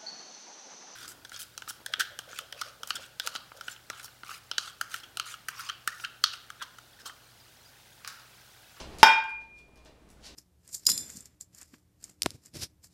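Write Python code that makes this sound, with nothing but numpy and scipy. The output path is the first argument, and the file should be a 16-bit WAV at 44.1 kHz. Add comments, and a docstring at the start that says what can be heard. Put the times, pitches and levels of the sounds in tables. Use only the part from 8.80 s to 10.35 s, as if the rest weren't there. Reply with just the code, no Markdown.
"""A puppy's paws scuff, pad and tick on a hard floor, over the dull air and low hum of a room.
A moment in, a metal object is struck once, close to the microphone. Its modes clang and die quickly,
all but one beating partial that sings on while the puppy walks about. The recorder's gain control
ducks the room at the blow and lets it back slowly."""
import sys
import numpy as np
from scipy import signal
from scipy.fft import rfft, irfft
from scipy.io import wavfile
from scipy.ndimage import uniform_filter1d

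SR = 44100
rng = np.random.default_rng(int(sys.argv[2]) if len(sys.argv) > 2 else 0)


def materialize(psi):
    """Save the field psi as 16-bit PCM at rate SR to the path in sys.argv[1].

    A 1-D psi becomes a single channel; in a 2-D psi each row is a channel.
    """
    bounded = np.clip(np.atleast_2d(psi).T, -1, 1)
    quanta = np.round(bounded * 32767).astype(np.int16)
    wavfile.write(sys.argv[1], SR, quanta)


N = 68355
STRIKE_S = 0.2299


def undb(db):
    """Decibels to gain."""
    return 10 ** (np.asarray(db) / 20)


def over_hz(points, hz):
    """Read (Hz, value) points on a log-frequency axis."""
    at, value = np.array(points).T
    return np.interp(np.log(hz + 1), np.log(at), value)


def noise(colour, tilt_db=0):
    """Coloured noise of rms 1, tilted in dB per octave."""
    hz = np.arange(N // 2 + 1) * SR / N
    gain = undb(over_hz(colour, hz) + tilt_db * np.log2(hz + 1))
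    x = irfft(rfft(rng.standard_normal(N)) * gain, N)
    return x / x.std()


def tint(x, colour):
    """Causal filter with the given (Hz, dB) colour and unit power gain."""
    cepstrum = irfft(np.log(undb(over_hz(colour, np.linspace(0, SR / 2, 1025)))))
    causal = np.r_[cepstrum[0], 2 * cepstrum[1:1024]]
    response = irfft(np.exp(rfft(causal, 2048)))
    return signal.fftconvolve(x, response / np.linalg.norm(response))[:N]


def since(start):
    """Seconds since a moment."""
    return np.arange(N) / SR - start


def fade(start, t60):
    """Sudden start, then a fall of 60 dB every t60 seconds."""
    t = since(start)
    return (t >= 0) * np.exp(-np.log(1000) * np.abs(t) / t60)


def room_tone(hum_hz=58):
    """The room's dull steady air, with a low hum."""
    # Each row: frequency in Hz, relative noise density in dB.
    air_colour = [(20, -6), (60, -1.5), (110, -7.5), (280, -7.5), (700, -15), (1500, -21.5), (5000, -32),
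                  (10000, -36), (15500, -45)]
    return undb(-48) * noise(air_colour) + undb(-50.5) * np.sin(2 * np.pi * hum_hz * since(0))


def scuffs(grain_db=3):
    """Paws rub the floor and something rustles: grainy noise that swells and dies away."""
    # Each row: peak time in seconds, level in dB, rise and t60 in seconds, tilt in dB per octave.
    rubs = [(.003, -39.5, 0.0024, 0.09, -3), (.135, -45.5, 0.037, 0.24, -5.5),
            (0.201, -45, 0.0079, 0.11, 1.5), (0.506, -54, .008, 0.098, 3), (.615, -49, 0.014, 0.14, -4),
            (0.789, -53, 0.025, 0.097, 3.5), (.98, -48, 0.016, .18, -5), (1.059, -40, 0.0029, 0.084, -3),
            (1.31, -57, .012, 0.13, 16), (1.464, -36.5, 0.018, 0.097, 2)]
    # Each row: frequency in Hz, relative noise density in dB.
    rub_colour = [(100, -16.5), (350, -14.5), (650, 2), (1500, -6.5), (3000, 0), (4500, 2), (7000, -5.5),
                  (11000, -16.5), (16000, -36.5)]
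    out = 0
    for peak, db, rise, t60, tilt in rubs:
        t = since(peak)
        grain = uniform_filter1d(rng.standard_normal(N), size=60)
        swell = np.where(t < 0, np.exp(-np.abs(t) / rise), fade(peak, t60))
        out = out + noise(rub_colour, tilt) * swell * undb(db + grain_db * grain / grain.std())
    return out


def room(x, delay_s=0.0037):
    """Diffuse reflections reach the microphone just after the direct sound; the top dies first."""
    # Each row: frequency in Hz, reverberation time in seconds.
    decay_times = [(100, 0.28), (300, 0.35), (600, 0.41), (2000, 0.49), (5000, .37), (10000, 0.22),
                   (16000, 0.22)]
    edges = np.geomspace(20, SR / 2, 15)
    hz = np.arange(N // 2 + 1) * SR / N
    white = rfft(rng.standard_normal(N))
    tail = 0
    for lo, hi in zip(edges, edges[1:]):
        band = irfft(white * ((hz >= lo) & (hz < hi)), N)
        tail = tail + band * fade(delay_s, over_hz(decay_times, np.sqrt(lo * hi)))
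    return signal.fftconvolve(x, tail / np.linalg.norm(tail))[:N]


def paw_pads():
    """Soft pads land on the floor, each a dull burst of noise."""
    # Each row: start in seconds, level in dB.
    steps = [(.075, -74), (.145, -51), (.882, -42.5), (.96, -45), (1.09, -45), (1.49, -45)]
    # Each row: frequency in Hz, relative noise density in dB.
    pad_colour = [(50, -3.5), (250, -5.5), (550, 1), (1200, -18), (4000, -37)]
    return noise(pad_colour) * sum(undb(db) * fade(start, t60=0.071) for start, db in steps)


def claw_ticks():
    """Claws meet the hard floor, each a very short, bright burst."""
    # Each row: start in seconds, level in dB.
    ticks = [(.1855, -40), (.4394, -37), (.4944, -40), (.7824, -50.5), (.9582, -46), (.9744, -50),
             (1.0494, -44), (1.2894, -48.5), (1.3024, -41.5)]
    # Each row: frequency in Hz, relative noise density in dB.
    tick_colour = [(300, -21), (2000, -7.5), (5000, 1.5), (11500, -4), (16000, -19.5)]
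    return noise(tick_colour) * sum(undb(db) * fade(start, t60=0.015) for start, db in ticks)


def puppy(wet_db=-1.5):
    """Claws, paws and scuffs, heard with nearly as much room as direct sound."""
    direct = claw_ticks() + paw_pads() + scuffs()
    return direct + undb(wet_db) * room(direct)


def mode(hz, db, t60):
    """One decaying partial of the struck metal."""
    return undb(db) * fade(STRIKE_S, t60) * np.sin(2 * np.pi * hz * since(STRIKE_S))


def struck_metal(split_hz=13.5, sing_hz=2415.5, beat_hz=4.5, radiates_above_hz=290):
    """A close blow cracks, crashes and leaves pairs of modes beating; the metal radiates little bass."""
    # Each row: frequency in Hz, relative level in dB, t60 in seconds.
    modes = [(255, -33, .25), (425, -21, .1), (580, -27, .38), (808, -19, .3), (896, 1, .34),
             (1038, -16, .24), (1428, -18, .34), (1486, -9, .2), (1584, -12, .38), (1614, -15, .3),
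             (1694, -23, .28), (2215, -22, .25), (2380, -16, .28), (2485, -17, .16), (3244, -15, .3),
             (3644, -23, .28), (3690, -23, .33), (4745, -20, .25), (4935, -19, .1), (5130, -20, .1),
             (5286, -19, .28), (7230, -28, .22), (8200, -38, .24), (10075, -32, .21), (11645, -44, .16),
             (12825, -42, .19)]
    # Dense, short-lived modes at the contact. Each row: frequency in Hz, relative density in dB.
    crash_colour = [(150, -19), (300, -10.5), (600, -7.5), (950, -8), (1900, -2), (2600, -3), (4200, -12),
                    (5100, -6.5), (7000, -19), (8800, -26.5), (12500, -27), (16000, -41.5)]
    ring = 0
    for k, (hz, db, t60) in enumerate(modes):
        polarity = (-1) ** (k // 2)
        weaker_twin = mode(hz - split_hz, db - 7, t60)
        ring = ring + undb(2.5) * polarity * (mode(hz, db, t60) + weaker_twin)
    sing = mode(sing_hz, db=-7.5, t60=0.81) - mode(sing_hz + beat_hz, db=-13.5, t60=0.81)
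    crack = undb(5.5) * fade(STRIKE_S, t60=0.014)
    burst = crack + undb(-3) * fade(STRIKE_S, t60=0.058)
    crash = tint(burst * rng.standard_normal(N), crash_colour)
    reflections = room(undb(-5.5) * ring + undb(-7) * crash)
    bass_cut = signal.butter(2, radiates_above_hz, "high", fs=SR, output="sos")
    return undb(8) * signal.sosfilt(bass_cut, ring + sing + crash + reflections)


def scene():
    """One microphone in the room, close to the metal object."""
    return (struck_metal() + puppy() + room_tone())[None]


def record(dry, ceiling_db=-2, recover_db_per_s=7.5, detect_s=0.0029, top_hz=15600):
    """Gain control drops at once and recovers slowly; the first peaks still clip; the top is cut."""
    power = uniform_filter1d(dry[0] ** 2, int(detect_s * SR))
    level_db = 10 * np.log10(np.abs(power) + 1e-12)
    recovery = recover_db_per_s * since(0)
    held_db = np.maximum.accumulate(level_db + recovery) - recovery
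    gain = undb(np.minimum(ceiling_db - held_db, 0))
    clipped = np.clip(dry * gain, -1, 1)
    top_cut = signal.ellip(8, .2, 60, top_hz, fs=SR, output="sos")
    return signal.sosfilt(top_cut, clipped)


dry = scene()
out = record(dry)
materialize(out)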